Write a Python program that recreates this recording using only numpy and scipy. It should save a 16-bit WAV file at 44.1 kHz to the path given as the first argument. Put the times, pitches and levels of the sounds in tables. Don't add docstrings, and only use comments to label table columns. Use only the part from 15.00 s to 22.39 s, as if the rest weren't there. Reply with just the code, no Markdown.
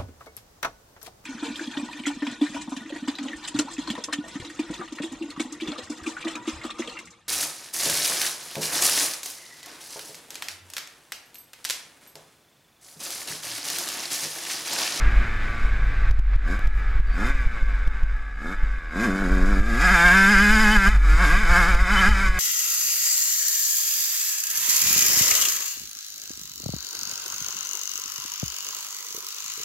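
import sys
import numpy as np
from scipy import signal
from scipy.fft import rfft, irfft
from scipy.io import wavfile
from scipy.ndimage import uniform_filter1d, minimum_filter1d

SR = 44100
rng = np.random.default_rng(int(sys.argv[2]) if len(sys.argv) > 2 else 0)


def inscribe(sig):
    pcm = np.round(np.clip(np.atleast_2d(sig).T, -1, 1) * 32767)
    wavfile.write(sys.argv[1], SR, pcm.astype(np.int16))


N = 325883
TIME = np.arange(N) / SR
TAPS = 16384
FREQS = np.maximum(np.arange(TAPS // 2 + 1) * SR / TAPS, 1)
TOP_HZ = 15500

# start_s, level_db
WIND_BUFFETING = [(0, -15.5), (.47, -21), (.57, -30), (.66, -15.5), (1.25, -22.5), (2.0, -22.5), (2.8, -23),
                  (3.08, -28), (3.25, -29.5), (3.52, -30.5), (3.66, -29), (4.05, -31), (4.38, -18),
                  (5.15, -24.5), (6.15, -13.5), (6.33, -17.5), (6.95, -20), (7.39, -17.5)]
# pitch_hz, level_db
BUFFETING_SPECTRUM = [(12, -5), (22, 3), (32, -6), (39, -10), (44, 3), (49, -3), (56, -16), (68, -21.5),
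                      (82, -27.5), (110, -35.5), (160, -39.5), (300, -57), (700, -80)]
# start_s, air_and_tyre_rush_db, eddy_db
HELMET_AIRFLOW = [(0, -33, -34.5), (.6, -37.5, -38.5), (1.1, -38, -34), (1.6, -42, -44), (2.6, -41.5, -53),
                  (3.3, -52, -55), (4.5, -42, -81), (5.8, -39, -42.5), (7.39, -37, -43)]
# pitch_hz, level_db
RUSH_SPECTRUM = [(75, -5), (130, 0), (170, 6), (240, 0), (330, -1.5), (560, -6), (820, -3), (970, -6.5),
                 (1270, 2), (1950, 1.5), (2400, -1), (2850, -11.5), (3800, -14.5), (6000, -26.5),
                 (15000, -55)]
# peak_s, thump_db, crackle_db (before a common lift), sway (share of the push)
BUMPS = [(1.112, 3.5, -29.5, 0.36), (1.193, 8, -30, 0.47), (1.36, 2, -39, 0.15), (1.674, 2, -34.5, .2),
         (2.001, 1, -40, 0.16), (2.469, -2, -43, 0.16), (2.629, -4.5, -44, 0.18), (2.877, -3, -39, 0.062),
         (3.034, -2.5, -41.5, 0.13), (3.635, -6.5, -49, 0.25), (4.609, 1, -52, .1), (5.889, -2, -23.5, .15),
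         (5.974, 6, -30, 1), (6.749, -1, -26, .15), (7.09, -2, -26, .15), (7.3, 1.5, -42, 0.18)]

# start_s, crank_hz
LOW_GEAR_SPEED = [(3.902, 74.44), (3.97, 90.5), (4.146, 95), (4.272, 89), (4.552, 94.4), (4.73, 111.5),
                  (4.772, 125), (4.862, 166.3), (5.09, 173.4), (5.15, 192.4), (5.27, 195.5), (5.354, 191),
                  (5.452, 202.5), (5.565, 212), (5.68, 208.9), (5.846, 191.3), (5.964, 181.6)]
# start_s, crank_hz
HIGH_GEAR_SPEED = [(6.009, 149), (6.156, 158.6), (6.267, 143.1), (6.31, 156.5), (6.612, 166.6),
                   (6.864, 176.7), (7.033, 178.9), (7.14, 194.3), (7.39, 182.2)]
# peak_s, rise_hz, build_up_s
WHEEL_SLIPS = [(4.046, 37.2, 0.087), (4.215, 8.2, 0.068), (4.335, 6, .05), (4.508, 10.1, 0.064),
               (4.681, 12.2, 0.065), (4.845, 29, 0.057), (4.919, 29.2, 0.046), (5.051, 7.6, 0.023),
               (5.313, 19.5, 0.046), (5.434, 9.2, .06), (5.534, 12.7, 0.063), (5.614, 10.6, 0.042),
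               (5.735, 17.6, 0.051), (5.914, 34.3, 0.07), (6.042, 16, 0.035), (6.223, 40.5, 0.063),
               (6.418, 64, 0.13), (6.516, 16.6, 0.057), (6.584, 21.3, 0.045), (6.687, 21.8, .03),
               (6.819, 14.5, 0.047), (6.932, 37.6, .068), (6.995, 19, .03), (7.096, 32.5, .063),
               (7.212, 9, 0.0205)]
# start_s, length_s, crank_reached_hz, opening (0-1)
APPROACH_THROTTLE = [(-.08, 0.76, 115.4, 0.06), (1.435, .12, 106.7, 0.49), (2.135, .165, 139.8, 0.59),
                     (3.385, .152, 101, 0.44)]
# start_s, opening (0-1)
EXIT_THROTTLE = [(3.89, 0.01), (3.98, 0.7), (4.05, 0.95), (4.12, 0.7), (4.7, 0.7), (4.82, 0.79),
                 (5.05, 0.99), (5.885, 0.92), (5.92, 0.39), (6.04, 0.6), (6.27, 0.89), (6.42, 0.38),
                 (6.56, 0.91), (6.8, 0.47), (6.96, 0.76), (7.07, 0.88), (7.15, 0.51), (7.39, 0.54)]
START_HZ, IDLE_HZ, COAST_S = 116.8, 27.13, .94
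OPENING_ATTACK_S, OPENING_RELEASE_S = 0.087, 0.035
GRIP_S = .042
ROUGH_CRUISE, ROUGH_PER_OCTAVE, ROUGH_PART_THROTTLE = 0.3213, .16, 0.17

# pitch_hz, width_hz, level_db
CHAMBER_MODES = [(205, 80, 0), (285, 90, -8), (385, 150, -14), (530, 110, -25), (700, 110, -21),
                 (860, 110, -24)]
# pitch_hz, width_hz, level_db
PUMPING_MODES = [(121, 32, -3), (243.4, 144, 6), (370, 160, -13.5), (529, 212, -6)]
# pitch_hz, width_hz, level_db
SILENCER_MODES = [(494, 80, -14.5), (709.7, 60.5, 1), (856.5, 56, -3), (1050, 144, -6), (1175.5, 105, 4),
                  (1254, 130, -2), (1422, 272, 1.5), (1612, 107, 4.5)]
# pitch_hz, width_hz, level_db
CYLINDER_MODES = [(437, 203, -18.5), (734, 48, -9), (875, 53, -12.5), (1167, 113, -3.5), (1302, 51, -4.5),
                  (1558, 154, -2), (1673.5, 99, 1.5)]
# pitch_hz, width_hz, level_db
SCREAM_MODE = [(1580, 140, 0)]
# pitch_hz, width_hz, level_db
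HOWL_MODES = [(1963, 62, 4.5), (2144, 156, 7.5), (2276, 220, 3), (2520, 85, -2)]
# pitch_hz, width_hz, level_db
METAL_MODES = [(2686, 1600, 3), (3593, 105, 5.5), (3750, 170, -10), (4740, 216, 5), (5270, 370, 1),
               (6220, 1150, -7.5), (6950, 610, -2), (7650, 2500, -9), (9660, 2000, -13), (11330, 970, -9),
               (12500, 2900, -20)]
# pitch_hz, width_hz, level_db
CLATTER_MODES = [(2960, 405, -0.5), (3580, 180, 4), (3870, 230, 0), (4770, 210, -4.5), (5030, 700, -7.5),
                 (6470, 2700, -12), (7660, 840, -14.5), (10600, 4300, -24)]
# pitch_hz, width_hz, level_db
SINGING_MODES = [(3040, 45, 0), (5030, 55, 0)]
# peak_s, lower_lift_db, upper_lift_db
SINGING_MOMENTS = [(4.83, -7, 11.5), (5.32, -5, 9.5), (5.39, 2, 2), (5.6, 0, 6.5), (5.73, 8, -8),
                   (5.88, 4, 0), (6.98, 15, -9), (7.12, 5, -6)]
ZING_SWELL_S = .04

# shut_db, open_db, shut_slope_db_per_octave, open_slope_db_per_octave, resonant_hz, lift_db
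BOOM_LAW = (-52, -15.5, 13.5, -19.5, 212.5, 18)
BARK_LAW = (-39, -27, 6.5, 5.5, 180, 8.5)
HOWL_LAW = (-45.5, -39, 12.5, 10, 170.5, 7.5)
RASP_LAW = (-56.5, -40.5, 10.5, 9.5, 157.5, 5)
CRUISE_HZ, RESONANT_WIDTH_HZ = 96.1, 32.7


def undb(db):
    return 10 ** (np.asarray(db) / 20)


def curves(table):
    s, *columns = np.transpose(table)
    return [np.interp(TIME, s, column) for column in columns]


def steady(x, span=0.077):
    size = max(int(span * SR), 2)
    power = uniform_filter1d(x * x, size)
    power = uniform_filter1d(power, size)
    return x / np.sqrt(np.maximum(power, 1e-18))


def shape(x, gain):
    cepstrum = irfft(np.log(gain + 1e-7))
    cepstrum[1:TAPS // 2] *= 2
    cepstrum[TAPS // 2 + 1:] = 0
    response = irfft(np.exp(rfft(cepstrum)))
    return signal.fftconvolve(x, response)[:N]


def ring(x, modes):
    power = 0
    for hz, width, db in modes:
        detuning = (FREQS - hz * hz / FREQS) / width
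        power = power + undb(db) ** 2 / (1 + detuning ** 2) ** 2
    return shape(x, np.sqrt(power))


def noise(spectrum):
    hz, db = np.transpose(spectrum)
    gain = undb(np.interp(np.log(FREQS), np.log(hz), db))
    return shape(rng.standard_normal(N), gain)


def walk(rate):
    size = int(SR / rate)
    steps = np.repeat(rng.standard_normal(N // size + 1), size)[:N]
    wander = uniform_filter1d(steps, size)
    return wander / wander.std()


def clicks(times, sizes):
    at = times[:, None] * SR
    index = at.astype(int) + np.arange(-7, 9)
    kernel = np.sinc(index - at) * np.sinc((index - at) / 8)
    return np.bincount(np.clip(index, 0, N - 1).ravel(), (sizes[:, None] * kernel).ravel(), N)


def wind(gust_db=3.5):
    rush_db, eddy_db = curves(HELMET_AIRFLOW)
    buffet_db = curves(WIND_BUFFETING)[0] + gust_db * walk(38)
    rumble = steady(noise(BUFFETING_SPECTRUM), span=0.1) * undb(buffet_db)
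    eddies = ring(rng.standard_normal(N), [(87, 35, 0)])
    flutter = steady(eddies, span=0.051) * undb(eddy_db)
    rush = steady(noise(RUSH_SPECTRUM), span=.2) * undb(rush_db + 1.2 * walk(25))
    return rumble + flutter + rush


def jolts(push_s=0.0072, mount_hz=44, decay_s=0.18, crackle_s=0.004, crackle_lift_db=3):
    thumps, crackle_level = np.zeros(N), np.zeros(N)
    for s, thump_db, crackle_db, sway in BUMPS:
        near = np.abs(TIME - s) < .4
        t = TIME[near] - s
        push = np.exp(-np.sqrt(t * t + 1e-6) / push_s)
        envelope = np.exp(-np.abs(t) / np.where(t > 0, decay_s, .012))
        swing = np.cos(2 * np.pi * mount_hz * t) * envelope
        thumps[near] += undb(thump_db) * (push + sway * swing) / (1 + sway)
        crackle_level[near] += undb(crackle_db + crackle_lift_db) * np.exp(-(t / crackle_s) ** 2)
    crackle = noise([(300, 15), (2000, 8), (6000, -2), (15000, -13)])
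    return thumps + crackle_level * steady(crackle, span=.2)


def faint_ring(at_s=2.12, length_s=0.05, hz=4625, db=-54):
    tone = steady(ring(rng.standard_normal(N), [(hz, 25, 0)]))
    return tone * undb(db) * np.exp(-((TIME - at_s) / length_s) ** 4)


def crank_speed():
    hz = np.full(N, float(START_HZ))
    for s, length, reached_hz, _ in APPROACH_THROTTLE:
        before = np.interp(s, TIME, hz)
        driven = before + (reached_hz - before) * (TIME - s) / length
        coasting = IDLE_HZ + (reached_hz - IDLE_HZ) * np.exp(-(TIME - s - length) / COAST_S)
        onward = np.where(TIME < s + length, driven, coasting)
        hz = np.where(TIME < s, hz, onward)
    flares = sum(rise * np.interp(TIME, [s - build, s, s + GRIP_S], [0, 1, 0])
                 for s, rise, build in WHEEL_SLIPS)
    in_gear = curves(LOW_GEAR_SPEED + HIGH_GEAR_SPEED)[0] + flares
    return np.where(TIME < LOW_GEAR_SPEED[0][0], hz, in_gear)


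def throttle_opening(lead_s=0.023):
    throttle = curves(EXIT_THROTTLE)[0]
    for s, length, _, opening in APPROACH_THROTTLE:
        rise = (TIME - s + lead_s) / OPENING_ATTACK_S
        fall = (s + length + lead_s - TIME) / OPENING_RELEASE_S
        throttle = throttle + opening * np.clip(np.minimum(rise, fall), 0, 1)
    return np.clip(throttle, .01, .99)


def roughness(hz, throttle):
    octaves = np.log2(hz / CRUISE_HZ)
    part_throttle = np.sin(np.pi * throttle)
    rough = ROUGH_CRUISE - ROUGH_PER_OCTAVE * octaves + ROUGH_PART_THROTTLE * part_throttle
    return np.clip(rough, .2, .8)


def firings(turns, rough, jitter_ms, scatter_db, gas, puff_turns):
    count = np.arange(int(turns[-1]) + 1)
    times = np.interp(count, turns, TIME)
    uneven = np.interp(times, TIME, rough)
    late, strong = rng.standard_normal((len(count), 2)).T
    sizes = undb(uneven * scatter_db * (strong + 0.089 * (-1) ** count))
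    pulses = clicks(times + uneven * late * jitter_ms / 1000, sizes)
    puff_decay = np.exp(-(turns % 1) / puff_turns)
    puffs = rng.standard_normal(N) * sizes[turns.astype(int)] * puff_decay
    return steady(pulses) + gas * rough * steady(puffs)


def smear(x, lags=(23, 41, 67)):
    for lag in lags:
        loop = np.r_[1, np.zeros(lag - 1), -.55]
        x = signal.lfilter(loop[::-1], loop, x)
    return x


def reflect(x, ground_ms=7.3, ground=0.47, body_ms=2.123, body=0.69, sway_ms=.13):
    out = x
    for lag_ms, gain in ((ground_ms, ground), (body_ms, body)):
        lag = (lag_ms + sway_ms * walk(7)) / 1000
        out = out + gain * np.interp(TIME - lag, TIME, x)
    return out


def by_throttle(drive, throttle, open_modes, shut_modes):
    powered = steady(ring(drive, open_modes))
    coasting = steady(ring(drive, shut_modes))
    return np.sqrt(throttle) * powered + np.sqrt(1 - throttle) * coasting


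def loudness(law, hz, throttle):
    shut_db, open_db, shut_slope, open_slope, resonant_hz, lift_db = law
    octaves = np.log2(hz / CRUISE_HZ)
    shut = (1 - throttle) * (shut_db + shut_slope * octaves)
    powered = throttle * (open_db + open_slope * octaves)
    lift = lift_db * throttle ** 2 * np.exp(-((hz - resonant_hz) / RESONANT_WIDTH_HZ) ** 2)
    return undb(shut + powered + lift)


def zing(drive, hz, throttle, lower_db=-38, upper_db=-42, from_hz=135, full_hz=205):
    effort = throttle * np.clip((hz - from_hz) / (full_hz - from_hz), 0, 1)
    lifts = sum(np.outer(lift_db, np.exp(-((TIME - s) / ZING_SWELL_S) ** 2))
                for s, *lift_db in SINGING_MOMENTS)
    singing = 0
    for mode, db, lift in zip(SINGING_MODES, (lower_db, upper_db), lifts):
        singing = singing + steady(ring(drive, [mode]), span=0.097) * undb(db + lift)
    return effort * singing


def engine(tuned_hz=195, tuned_width_hz=45, tuned_gain=0.47, scream_gain=2.22):
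    hz, throttle = crank_speed(), throttle_opening()
    rough = roughness(hz, throttle)
    turns = np.cumsum(hz * (1 + .0045 * rough * walk(45))) / SR
    slugs = firings(turns, rough, jitter_ms=.1, scatter_db=2.2, gas=.4, puff_turns=.6)
    blows = smear(firings(turns, rough, jitter_ms=.055, scatter_db=3, gas=1.15, puff_turns=1.1))
    gusts = firings(turns, rough, jitter_ms=.05, scatter_db=3.5, gas=1.8, puff_turns=.9)
    jet = firings(turns, rough, jitter_ms=.03, scatter_db=3, gas=5, puff_turns=1.2)
    on_pipe = tuned_gain * np.exp(-((hz - tuned_hz) / tuned_width_hz) ** 2)
    slugs = smear(slugs, lags=(61, 103))
    main_wave = steady(ring(slugs, CHAMBER_MODES[:1]))
    boom = by_throttle(slugs, throttle, CHAMBER_MODES, PUMPING_MODES) + on_pipe * main_wave
    scream = scream_gain * throttle ** 5 * steady(ring(blows, SCREAM_MODE), span=.012)
    flow = throttle * np.minimum(hz / tuned_hz, 1)
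    reflected_blows = reflect(blows, ground=0.38, body=0.68)
    bark = by_throttle(reflected_blows, flow, SILENCER_MODES, CYLINDER_MODES) + scream
    howl = ring(reflect(gusts), HOWL_MODES)
    rasp = by_throttle(reflect(smear(jet)), throttle, METAL_MODES, CLATTER_MODES)
    mix = zing(gusts, hz, throttle)
    for voice, law in [(boom, BOOM_LAW), (bark, BARK_LAW), (howl, HOWL_LAW), (rasp, RASP_LAW)]:
        mix = mix + steady(voice, span=0.099) * loudness(law, hz, throttle)
    return mix


def scene():
    mono = wind() + jolts() + faint_ring() + engine()
    return np.array([mono, mono])


def limiter(x, ceiling_db=-7.0, hold_s=0.038, recover_db_per_s=85, ahead_s=0.0053, ease_s=0.0048):
    bass = signal.sosfiltfilt(signal.butter(2, 130, fs=SR, output="sos"), x[0])
    over_db = np.maximum(20 * np.log10(np.abs(bass) + 1e-9) - ceiling_db, 0)
    held = -minimum_filter1d(-over_db, max(int(hold_s * SR), 1))
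    held = np.interp(TIME - hold_s / 2 + ahead_s, TIME, held)
    recovery = recover_db_per_s * TIME
    duck_db = np.maximum.accumulate(held + recovery) - recovery
    return x * undb(-uniform_filter1d(duck_db, max(int(ease_s * SR), 1)))


def record(dry):
    passed = signal.sosfilt(signal.butter(1, 3, "high", fs=SR, output="sos"), limiter(dry))
    rounded = passed / (1 + (passed / .85) ** 6) ** (1 / 6)
    return signal.sosfilt(signal.ellip(10, .1, 80, TOP_HZ, fs=SR, output="sos"), rounded)


dry = scene()
out = record(dry)
inscribe(out)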